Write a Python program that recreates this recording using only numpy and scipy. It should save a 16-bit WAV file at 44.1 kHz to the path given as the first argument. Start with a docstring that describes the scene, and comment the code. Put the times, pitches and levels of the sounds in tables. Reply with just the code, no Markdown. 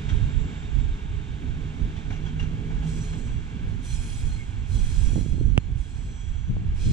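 """Station yard: a passenger train rolls through, some way off to the right.
Shaped noise makes rumble and wheel roar; wavering sines make motor and gear hum and one thin, fading squeal.
Couplings clank as decaying noise and rough rings; curve-bound flanges hiss, ring and squeak every second or so.
Gusts of low noise buffet the microphone ports, churning and popping at their strongest.
Something knocks once on the camera: a snap and a low thump through its housing."""
import sys
import numpy as np
from scipy import signal
from scipy.fft import rfft, irfft, next_fast_len
from scipy.io import wavfile
from scipy.ndimage import map_coordinates

SR = 44100
rng = np.random.default_rng(int(sys.argv[2]) if len(sys.argv) > 2 else 0)


def output_pcm(signal):
    """Save a mono or channel-first signal as 16-bit PCM at the path in sys.argv[1].

    Samples are clipped to [-1, 1] before scaling.
    """
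    pcm = np.clip(np.atleast_2d(signal).T, -1, 1) * 32767
    wavfile.write(sys.argv[1], SR, np.round(pcm).astype(np.int16))


N = 305172


def amp(db):
    """Decibels to gain."""
    return 10 ** (np.asarray(db) / 20)


def unit(x):
    """Scale to rms 1."""
    return x / np.sqrt(np.mean(x ** 2) + 1e-20)


def clock():
    """Time of every sample in s."""
    return np.arange(N) / SR


def along(points, hz):
    """Interpolate (f/Hz, value) points on a log frequency axis."""
    f, v = np.transpose(points)
    return np.interp(np.log(hz + 1), np.log(f + 1), v)


def curves(rows):
    """One value per sample for each column after the time."""
    s, *cols = np.transpose(rows)
    return [np.interp(clock(), s, c) for c in cols]


def during(start_s, end_s, fade_s=0.23):
    """1 from start to end, linear fades to 0 outside."""
    t = clock()
    return np.clip(1 + np.minimum(t - start_s, end_s - t) / fade_s, 0, 1)


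def wobble(knots_per_s):
    """Smooth random curve through normal random knots."""
    knots = rng.standard_normal(int(N * knots_per_s / SR) + 4)
    return map_coordinates(knots, [np.arange(N) * knots_per_s / SR])


def filtered(x, response):
    """Apply a complex response of frequency."""
    size = next_fast_len(N + SR // 2)
    spectrum = rfft(x, size) * response(np.fft.rfftfreq(size, 1 / SR))
    return irfft(spectrum, size)[..., :N]


def noise(gain):
    """Two independent noises, jointly of rms 1, coloured by a gain of frequency."""
    return unit(filtered(rng.standard_normal((2, N)), gain))


def bell(hz, centre_hz, width_hz):
    """Resonance curve, peak 1, half height at centre +/- width/2."""
    return 1 / (1 + (2 * (hz - centre_hz) / width_hz) ** 2)


def panned(db):
    """Left and right gains, averaging 1, for a left-minus-right level difference."""
    ratio = amp(np.atleast_1d(db))
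    return 2 * np.array([ratio, np.ones_like(ratio)]) / (1 + ratio)


def add(track, s, sound):
    """Mix a sound into a track at time s, cut at the track's end."""
    part = track[..., round(s * SR):][..., :sound.shape[-1]]
    part += sound[..., :part.shape[-1]]


def tone(hz, drift, flutter_db, flutter_knots_per_s=22):
    """Sine of about rms 1; pitch (drift as a share) and level waver."""
    phase = 2 * np.pi * np.cumsum(hz * (1 + drift * wobble(35))) / SR
    return np.sqrt(2) * amp(flutter_db * wobble(flutter_knots_per_s)) * np.sin(phase)


# rolling noise spectrum: f/Hz, relative density/dB
ROLLING_SPECTRUM = [(300, -15), (600, -0.5), (830, 6.5), (1150, 0), (1900, -4), (3400, -3), (4000, -7),
                    (4900, -13), (5900, -11), (7700, -10), (8100, -19.5), (10000, -29), (11500, -47),
                    (15000, -79)]
# broad wheel and rail resonances: f/Hz, width/Hz, lift/dB
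TRACK_RESONANCES = [(1594, 227, 8), (2274, 215, 9), (2753, 54, 9), (3246, 270, 4)]


def track_colour(hz):
    """Rolling spectrum, lifted where wheel and rail resonate."""
    lift = sum(amp(db) ** 2 * bell(hz, f, width) for f, width, db in TRACK_RESONANCES)
    return amp(along(ROLLING_SPECTRUM, hz)) * np.sqrt(1 + lift)


# levels as heard at the camera, dropping after the hard gust, before the layer gains:
# t/s, rumble level/dB, rolling level/dB
HEARD_LEVELS = [(0.0, -49.5, -51.5), (1.29, -51.5, -55.5), (2.79, -48, -54.5), (3.43, -53.5, -55.5),
                (4.26, -55, -55.5), (4.53, -54, -56.5), (5.05, -53, -54), (5.36, -52, -60.5),
                (5.59, -58, -60.5), (6.09, -58.5, -59), (6.69, -59.5, -59), (6.92, -54.5, -55)]
# rumble spectrum: f/Hz, relative density/dB
RUMBLE_SPECTRUM = [(30, -18), (90, 0), (160, 0.5), (200, -2.5), (245, -1), (330, -12.5), (430, -13.5),
                   (530, -23.5), (650, -26.5), (820, -26), (1500, -63)]
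RUMBLE_GAIN_DB, ROLLING_GAIN_DB = 11, 5.5


def rolling(surge_db=2.6, surge_knots_per_s=13):
    """Rough treads shake the car bodies in surges low down, and wheels and rails higher up."""
    rumble_db, roll_db = curves(HEARD_LEVELS)
    rumble_db = rumble_db + RUMBLE_GAIN_DB + surge_db * wobble(surge_knots_per_s)
    roll_db = roll_db + ROLLING_GAIN_DB + 0.5 * wobble(14)
    rumble = amp(rumble_db) * noise(lambda hz: amp(along(RUMBLE_SPECTRUM, hz)))
    return rumble + amp(roll_db) * noise(track_colour)


# traction motor: t/s, f/Hz, level/dB, octave level/dB
MOTOR_TRACK = [(0, 145, -38, -62), (.45, 146, -38, -51), (.8, 147.5, -47.5, -57),
               (1.3, 149.5, -48.5, -57.5), (1.7, 152.4, -40.5, -54), (2.15, 154, -42.5, -56),
               (2.35, 155, -36.5, -62), (2.7, 156, -35.5, -65), (3.0, 159, -31.5, -60),
               (3.25, 160, -44, -60), (3.7, 160.6, -43.5, -67.5)]
# gear whine: t/s, lower tone level/dB, upper tone level/dB
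GEAR_LEVELS = [(0, -57.5, -62), (1.0, -60, -68), (1.8, -58.5, -71.5), (2.4, -62.5, -59.5), (3.1, -62, -56)]
GEAR_LOW_HZ, GEAR_HIGH_HZ = 413.2, 433
HUM_FLUTTER_DB, HUM_FLUTTER_KNOTS_PER_S = 2.2, 16
MOTOR_DRIFT, GEAR_DRIFT = 0.009, 0.007  # shares of the pitch


def hum(hz, db, drift):
    """Sine hum, wavering on its way through the air."""
    return amp(db) * tone(hz, drift, HUM_FLUTTER_DB, HUM_FLUTTER_KNOTS_PER_S)


def drive():
    """Motor pitch with its octave, and two steady-pitched gear tones."""
    motor_hz, motor_db, octave_db = curves(MOTOR_TRACK)
    low_db, high_db = curves(GEAR_LEVELS)
    motor = hum(motor_hz, motor_db, MOTOR_DRIFT) + hum(2 * motor_hz, octave_db, MOTOR_DRIFT)
    gears = hum(GEAR_LOW_HZ, low_db, GEAR_DRIFT) + hum(GEAR_HIGH_HZ, high_db, GEAR_DRIFT)
    return during(0, MOTOR_TRACK[-1][0]) * motor + during(0, GEAR_LEVELS[-1][0]) * gears


SQUEAL_HZ, SQUEAL_START_DB, SQUEAL_FADE_DB_PER_S, SQUEAL_END_S = 3670, -59.5, 3.5, 2.0
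OCTAVE_START_S, OCTAVE_END_S = 0.36, 0.68


def squeal(octave_db=-3.5):
    """One wheel mode locks into stick-slip: a thin, grainy, fading tone with a brief octave."""
    octave = tone(2 * SQUEAL_HZ, drift=0.0013, flutter_db=2.5)
    octave *= amp(octave_db) * during(OCTAVE_START_S, OCTAVE_END_S, fade_s=0.4)
    fundamental = tone(SQUEAL_HZ, drift=0.0022, flutter_db=2.5, flutter_knots_per_s=44)
    level = amp(SQUEAL_START_DB - SQUEAL_FADE_DB_PER_S * clock())
    return during(0, SQUEAL_END_S, fade_s=0.5) * level * (fundamental + octave)


# gusts: peak t/s, time from peak to -17 dB/s, level/dB, left minus right/dB
GUST_EVENTS = [(.12, .08, -24, -12), (.24, .12, -22.5, -12), (.39, .08, -25, -12), (.78, .13, -26, -13),
               (.89, .08, -29, -10), (1.13, .1, -30, -10), (1.52, .1, -29, -11), (1.85, .07, -27.5, -6),
               (2.14, .12, -28.5, -5), (2.42, .12, -26, -6), (2.76, .12, -29, -7), (2.98, .2, -29, -8),
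               (3.34, .15, -26, -10), (3.65, .06, -27, -9), (3.75, .06, -27, -7), (3.96, .11, -25.5, -7),
               (4.25, .13, -23, -6), (4.6, .08, -28, -6), (4.76, .1, -26.5, -7), (4.9, .13, -24.5, -11),
               (5.08, .2, -23, -10), (5.36, .2, -25, -15), (5.52, .13, -26, -13), (5.75, .15, -29, -9),
               (6.33, .14, -27.5, -11), (6.54, .1, -28, -3), (6.74, .14, -22.5, -7), (6.88, .1, -22, -3)]
# buffeting spectrum: f/Hz, relative density/dB
BUFFET_SPECTRUM = [(10, -10), (24, 0), (45, 2.5), (75, -1.5), (115, -4), (170, -17), (260, -30.5),
                   (450, -42), (1000, -96)]
BREEZE_DB, BREEZE_PAN_DB = -32, -6  # pan: left minus right


def wind(spread_db=2.6, shared=0.51, heave_db=-3.0):
    """Gusts over a breeze: turbulence rumbles in separate lumps per port; hard gusts heave deeper."""
    t = clock()
    gusts = np.zeros((2, N))
    for s, length_s, db, pan_db in GUST_EVENTS:
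        gusts += amp(db) * panned(pan_db) * np.exp(-2 * ((t - s) / length_s) ** 2)
    strength = np.hypot(amp(BREEZE_DB) * panned(BREEZE_PAN_DB), gusts)
    a, b = noise(lambda hz: amp(along(BUFFET_SPECTRUM, hz)))
    ports = np.array([shared * a + np.sqrt(1 - shared ** 2) * b, a])  # correlation = shared
    lumps = amp(spread_db * np.array([wobble(16), wobble(18)]))
    deep = noise(lambda hz: bell(hz, 24, 36) ** 1.5)
    heave = amp(heave_db) * strength / strength.max() * deep
    return strength * (unit(lumps * ports) + heave)


SAG_DB_PER_S, RELEASE_DB_PER_S = 6, 41  # release adds to sag


def bite(s, attack_s, hold_s):
    """Flange pressure: linear rise, sag while held, then a faster release as it slides off."""
    t = np.maximum(clock() - s, 0)
    held = np.maximum(t - attack_s, 0)
    released = np.maximum(held - hold_s, 0)
    return np.minimum(t / attack_s, 1) * amp(-SAG_DB_PER_S * held - RELEASE_DB_PER_S * released)


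PATCH_HZ, PATCH_S, RESTLESS_DB = 169.2, 0.09, 2.2  # knot spacings and depth of the random field


def restless(pair):
    """The contact point wanders over the wheel, favouring now some modes, now others."""
    z = signal.stft(pair, nperseg=1024)[2]
    bins, frames = z.shape[1:]
    across_f = np.linspace(0, SR / 2 / PATCH_HZ, bins)
    across_t = np.linspace(0, N / SR / PATCH_S, frames)
    where = np.meshgrid(across_f, across_t, indexing="ij")
    field = map_coordinates(rng.standard_normal((bins, frames)), where, mode="mirror")
    return signal.istft(z * unit(amp(RESTLESS_DB * field)), nperseg=1024)[1][:, :N]


# flange bites: t/s, attack/s, hold/s, relative level/dB, lift of the top hiss/dB
FLANGE_BITES = [(0.037, 0.086, 0.037, -65.5, 4), (2.805, 0.085, 0.13, -54.7, 1.8),
                (3.15, 0.036, 0.036, -68, -1), (3.658, 0.028, .02, -68, 6),
                (3.817, 0.036, 0.37, -51.5, 5.3), (4.65, 0.086, 0.43, -53, 3.5), (4.86, .08, 0.089, -61, 1),
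                (5.73, 0.06, 0.26, -61.5, 2), (6.15, .1, .2, -73, -10), (6.736, 0.094, 0.059, -51, -0.5)]
# scrape hiss spectrum: f/Hz, relative density/dB
SCRAPE_SPECTRUM = [(700, -26), (1600, -8.5), (3300, 5.5), (4700, 0), (6000, 2.5), (7800, 2), (8400, -0.5),
                   (10700, -9), (11400, -21), (13600, -20), (15000, -44.5)]
# families of close wheel modes: f/Hz, width/Hz, relative level/dB
WHEEL_MODES = [(1636, 70, -5), (2450, 190, 0.5), (3305, 110, 2.5), (4170, 98, 1.5), (5070, 120, -3.5),
               (5650, 80, -9.5), (6000, 180, 1), (6910, 260, -1.5), (7540, 120, -3), (7745, 220, 2),
               (8700, 130, -10.5), (9600, 160, -16), (10500, 300, -21)]
JUDDER_DB, JUDDER_KNOTS_PER_S = 1.2, 45


def flanges(ring_t60_s=0.9, hiss_db=2.0, ring_db=1.2, spacing_hz=14):
    """Each scrape judders, hisses and feeds the wheel's modes, which shift and ring on after it."""
    keep = np.exp(-2 * np.log(1000) / (ring_t60_s * SR))  # energy kept per sample
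    grid_hz = np.arange(0, SR / 2, spacing_hz)
    power = sum(amp(db) ** 2 * bell(grid_hz, f, width) ** 2 for f, width, db in WHEEL_MODES)
    families = np.sqrt(power)
    force, sharp, ring = np.zeros(N), np.zeros(N), np.zeros((2, N))
    for s, attack_s, hold_s, db, edge_db in FLANGE_BITES:
        push = amp(db) * bite(s, attack_s, hold_s)
        stored = np.sqrt(signal.lfilter([1 - keep], [1, -keep], push ** 2 + 1e-20))
        # own strong and weak modes per scrape
        modes = families * amp(3.5 * rng.standard_normal(len(grid_hz)))
        ring += stored * noise(lambda hz: np.interp(hz, grid_hz, modes))
        force += push
        sharp += amp(edge_db) * push
    # hiss radiates from the same steel, so the families colour it too
    steel = (1 + 1.2 * families / families.max()) * amp(2.5 * rng.standard_normal(len(grid_hz)))
    hiss = noise(lambda hz: amp(along(SCRAPE_SPECTRUM, hz)) * np.interp(hz, grid_hz, steel))
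    edge = filtered(hiss, lambda hz: 1 / (1 + (8200 / (hz + 1)) ** 24))  # above 8200 Hz
    # harder contact: more hiss against ring, and brighter
    pressure = (force / force.max()) ** 0.11
    rasp = force * (hiss - edge) + sharp * pressure ** 2 * edge
    judder = amp(hiss_db + JUDDER_DB * wobble(JUDDER_KNOTS_PER_S))
    return restless(judder * pressure * rasp + amp(ring_db) * ring)


# couplings and bogies: t/s, clash level/dB, hollow body level/dB, ring level/dB, ring f/Hz,
# t60/s, ring phase scatter/rad
CLANK_EVENTS = [(.088, -38, -48, -41, 3240, 0.19, 1), (1.962, -44.5, -52, -45.5, 3520, 0.16, 1.2),
                (2.102, -41.5, -38, -44, 2356, 0.13, 1.5), (2.124, -47, -52, -44.5, 2850, 0.16, 1.4),
                (2.156, -48, -51, -48, 2300, .14, 1.3), (2.251, -47, -51.5, -50, 3300, .2, 1),
                (2.262, -52, -52, -40, 3220, .14, .8), (2.282, -52, -55, -41, 3270, .1, .8),
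                (2.395, -38.5, -51, -32.5, 2790, 0.13, .2), (2.424, -45, -55, -43, 2780, 0.16, .3),
                (2.705, -56, -46, -58, 2300, .2, 1), (2.763, -55, -44, -58, 2300, .14, 1),
                (2.822, -52, -43.5, -56, 2300, .18, 1), (3.129, -44, -43.5, -52, 2780, .12, 1)]


def clanks(attack_s=0.0032, thud_db=6, upper_db=5, second_db=-5, rough_db=3.0):
    """Distant steel blows smeared by the yard: bright clash, hollow body with low thud, rough ring."""
    t = np.arange(SR // 2) / SR
    clash, body, ring = np.zeros((3, N))
    for s, clash_db, body_db, ring_db, ring_hz, t60_s, scatter in CLANK_EVENTS:
        shape = (1 - np.exp(-t / attack_s)) * amp(-60 * t / t60_s)
        phase = 2 * np.pi * ring_hz * t + scatter * wobble(300)[:len(t)]
        add(clash, s, amp(clash_db) * shape)
        add(body, s, amp(body_db) * shape)
        add(ring, s, amp(ring_db) * shape * np.sin(phase))

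    def clash_colour(hz):
        band = hz / np.hypot(hz, 1200) / np.hypot(1, hz / 7000)
        return track_colour(hz) * band * (1 + amp(upper_db) * bell(hz, 5930, 400))

    bright = noise(clash_colour)
    hollow = noise(lambda hz: bell(hz, 760, 260) + amp(second_db) * bell(hz, 1560, 370))
    thud = noise(lambda hz: bell(hz, 170, 130) ** 1.5)
    rough = unit(amp(rough_db * wobble(160)))
    return clash * bright + body * (hollow + amp(thud_db) * thud) + ring * rough


# gusts breaking up: peak t/s, decay time constant/s, level/dB, left minus right/dB, f/Hz
CHURN_EVENTS = [(.11, 0.026, -37, -14, 145), (5.16, 0.08, -31, -19, 185), (5.33, .1, -38.5, -17, 200),
                (5.41, 0.06, -33.5, -19, 200), (5.55, 0.021, -32, -19, 160), (6.5, 0.054, -28.5, 12, 145),
                (6.58, 0.086, -35, 3, 160), (6.861, 0.18, -25.5, 23, 155)]
CHURN_RISE_S = 0.015


def churn(width_share=1.25, flutter_db=2.9):
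    """Stronger gusts break suddenly into smaller eddies that flutter higher up and die away."""
    out, t = np.zeros((2, N)), clock()
    for s, fade_s, db, pan_db, centre_hz in CHURN_EVENTS:
        envelope = np.exp(-np.maximum((s - t) / CHURN_RISE_S, (t - s) / fade_s))
        eddies = noise(lambda hz: bell(hz, centre_hz, width_share * centre_hz) ** 1.42)
        out += amp(db) * panned(pan_db) * envelope * eddies
    return out * amp(flutter_db * wobble(30))


# stick-slip squeaks: t/s, length/s, f/Hz, level/dB, glide/(Hz/s), pitch waver/share
SQUEAK_EVENTS = [(2.87, 0.22, 5905, -55, 0, .005), (2.86, .24, 7680, -57.5, 0, .011),
                 (3.02, .42, 6030, -63, 0, .004), (3.08, .22, 6850, -62, 0, .007),
                 (2.9, .45, 4180, -62.5, 0, .006), (3.83, 0.15, 6005, -48, 0, .002),
                 (3.82, 0.28, 7855, -51.5, 0, .002), (3.8, 0.22, 4140, -53.5, 0, 0.0028),
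                 (3.83, .56, 3290, -63, 0, .009), (3.958, .26, 10718, -60, 0, .0012),
                 (4.115, 0.14, 7792, -54, 0, .002), (4.256, 0.16, 4200, -53.5, 0, .003),
                 (4.33, 0.15, 2175, -51, -200, .004), (4.824, 0.31, 7780, -53, -2, 0.0035),
                 (4.954, 0.36, 5740, -59, 0, .004), (4.919, .6, 6030, -68, 0, .005),
                 (5.08, 0.75, 4200, -66, 0, .005), (5.5, .25, 6990, -65, 0, .003),
                 (5.4, 0.16, 6000, -65, 0, .003), (5.748, 0.77, 7790, -61.5, 0, 0.0071),
                 (5.92, .6, 7540, -66, 0, .007), (5.879, 0.74, 3285, -59, 0, .005),
                 (5.99, 0.39, 6100, -60.5, 0, .006), (6.28, 0.3, 6045, -62, 0, .003),
                 (6.06, .3, 5706, -63, 0, .004), (6.0, 0.7, 6860, -67, -1, 0.0078),
                 (6.76, 0.3, 4138, -50, 0, 0.0025), (6.77, 0.26, 5040, -57.5, 0, .003),
                 (6.78, .26, 3290, -54, 0, .007), (6.79, .24, 6020, -58, 0, 0.0042)]
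SQUEAK_RASP_RAD, RASP_KNOTS_PER_S = 0.25, 520


def squeaks(flutter_db=3.0):
    """During a scrape single modes lock on for a moment, waver or slide, and let go."""
    out = np.zeros(N)
    bend, flutter = wobble(160), amp(flutter_db * wobble(75))
    slip = SQUEAK_RASP_RAD * wobble(RASP_KNOTS_PER_S)  # uneven slips fray each tone into the hiss
    for s, length_s, hz, db, glide, waver in SQUEAK_EVENTS:
        size = max(round(length_s * SR), 2)
        start = rng.integers(N // 2)
        part = slice(start, start + size)
        slide_hz = glide * (np.arange(size) / SR - length_s / 2)
        pitch_hz = hz * (1 + waver * bend[part]) + slide_hz
        phase = 2 * np.pi * np.cumsum(pitch_hz) / SR + slip[part]
        envelope = signal.windows.tukey(size, 0.85) * flutter[part]
        add(out, s, amp(db) * envelope * np.sin(phase))
    return out


# single eddies bursting on the ports: t/s, strength/dB, left minus right/dB, sharpness f/Hz
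POP_EVENTS = [(5.133, -13, -10, 520), (5.159, -9.5, -6, 780), (5.164, -3, -20, 320), (5.178, -3, -10, 460),
              (5.188, -7.5, -11, 480), (5.21, -5.5, -10, 340), (5.261, -7, -10, 460),
              (5.335, -11, -15, 370), (5.381, -10, -13, 450), (5.411, -1.5, -11, 420),
              (5.459, -13, -10, 340), (6.567, -16, -18, 1000)]


def pops(life_cycles=0.44):
    """In hard gusts single eddies hit a port: push then suck, sharper for smaller eddies."""
    out, t = np.zeros((2, N)), np.arange(SR // 20) / SR
    for s, db, pan_db, sharp_hz in POP_EVENTS:
        u = t * sharp_hz / life_cycles
        pulse = u * (1 - u / 2) * np.exp(-u)
        soften = signal.butter(4, sharp_hz, fs=SR, output="sos")
        add(out, s, amp(db) * panned(pan_db) * signal.sosfilt(soften, pulse))
    return out


# camera housing's response to a tap: f/Hz, gain/dB
HOUSING_RESPONSE = [(300, 2), (850, 3.5), (1800, -5.5), (2800, 8), (3300, 1.5), (4000, -16), (5500, -7.5),
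                    (8000, -7), (10000, -11), (12000, -22), (15000, -26.5)]
KNOCK_S = 5.578
KNOCK_TURN_HZ = 1200  # left port phase is turned 1 rad here


def housing(hz):
    """Housing gain, with a left-port phase lead growing to 1.3 rad."""
    lead_rad = np.array([[1], [0]]) * np.minimum(hz / KNOCK_TURN_HZ, 1.3)
    return amp(along(HOUSING_RESPONSE, hz)) * np.exp(1j * lead_rad)


def knock(thump_s=0.0108, build_s=0.0004, release_s=0.0005, crack_db=-5.0, thump_db=-9.5,
          thump_pan_db=-11.0):
    """A tap on the camera: pressure builds and snaps through the housing, then one low thump."""
    out, t = np.zeros((2, N)), np.arange(-SR // 200, SR // 40) / SR
    snap = np.where(t < 0, np.exp(-abs(t) / build_s), -0.5 * np.exp(-abs(t) / release_s))
    # short push, then a longer, fading suck
    u = np.clip((t - 0.0009) / thump_s, 0, 1)
    thump = np.sin(2 * np.pi * 2 * u / (1 + u)) * (1 - u ** 2)
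    crack = amp(crack_db) * np.array([[-0.6], [1]]) * snap  # opposite signs at the ports
    add(out, KNOCK_S + t[0], crack + amp(thump_db) * panned(thump_pan_db) * thump)
    return filtered(out, housing)


# likeness of the distant sound at the two ports: f/Hz, correlation/1
PORT_LIKENESS = [(60, 1), (250, 0.92), (550, 1), (1100, 0.92), (2400, 0.7), (5000, 0.48), (10000, 0.61)]
# level difference of the ports: f/Hz, left minus right/dB
PORT_BALANCE = [(150, -3.5), (500, -9), (1050, -2), (3200, -2), (5800, -8), (10000, -2)]
# phase difference of the ports: f/Hz, left lead/rad
PORT_LEAD = [(350, -0.13), (550, 1.72), (780, 1.91), (1200, 1.79), (2700, 1.33), (4900, -0.36),
             (6200, -1.13), (7400, -1.9), (8500, -0.94), (10000, -0.22)]


def from_the_right(pair):
    """Direct and scattered sound reach the two ports at different levels and phases."""
    def mix(hz):
        turn = np.arccos(np.clip(along(PORT_LIKENESS, hz), -1, 1)) / 2
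        return np.array([np.cos(turn), np.sin(turn)])

    def offset(hz):
        lead = np.exp(0.5j * np.array([[1], [-1]]) * along(PORT_LEAD, hz))
        return panned(along(PORT_BALANCE, hz)) * lead

    direct, scattered = filtered(pair, mix)
    return filtered(np.array([direct + scattered, direct - scattered]), offset)


def scene():
    """The distant train behind the wind and the knock on the camera."""
    train = rolling() + flanges() + clanks()
    train[0] += drive() + squeal() + squeaks()  # tones arrive on the direct path
    return from_the_right(train) + wind() + churn() + pops() + knock()


TOP_HZ = 15000


def record(dry):
    """Camera band limit: steep zero-phase low-pass."""
    return signal.sosfiltfilt(signal.butter(14, TOP_HZ, fs=SR, output="sos"), dry)


dry = scene()
out = record(dry)
output_pcm(out)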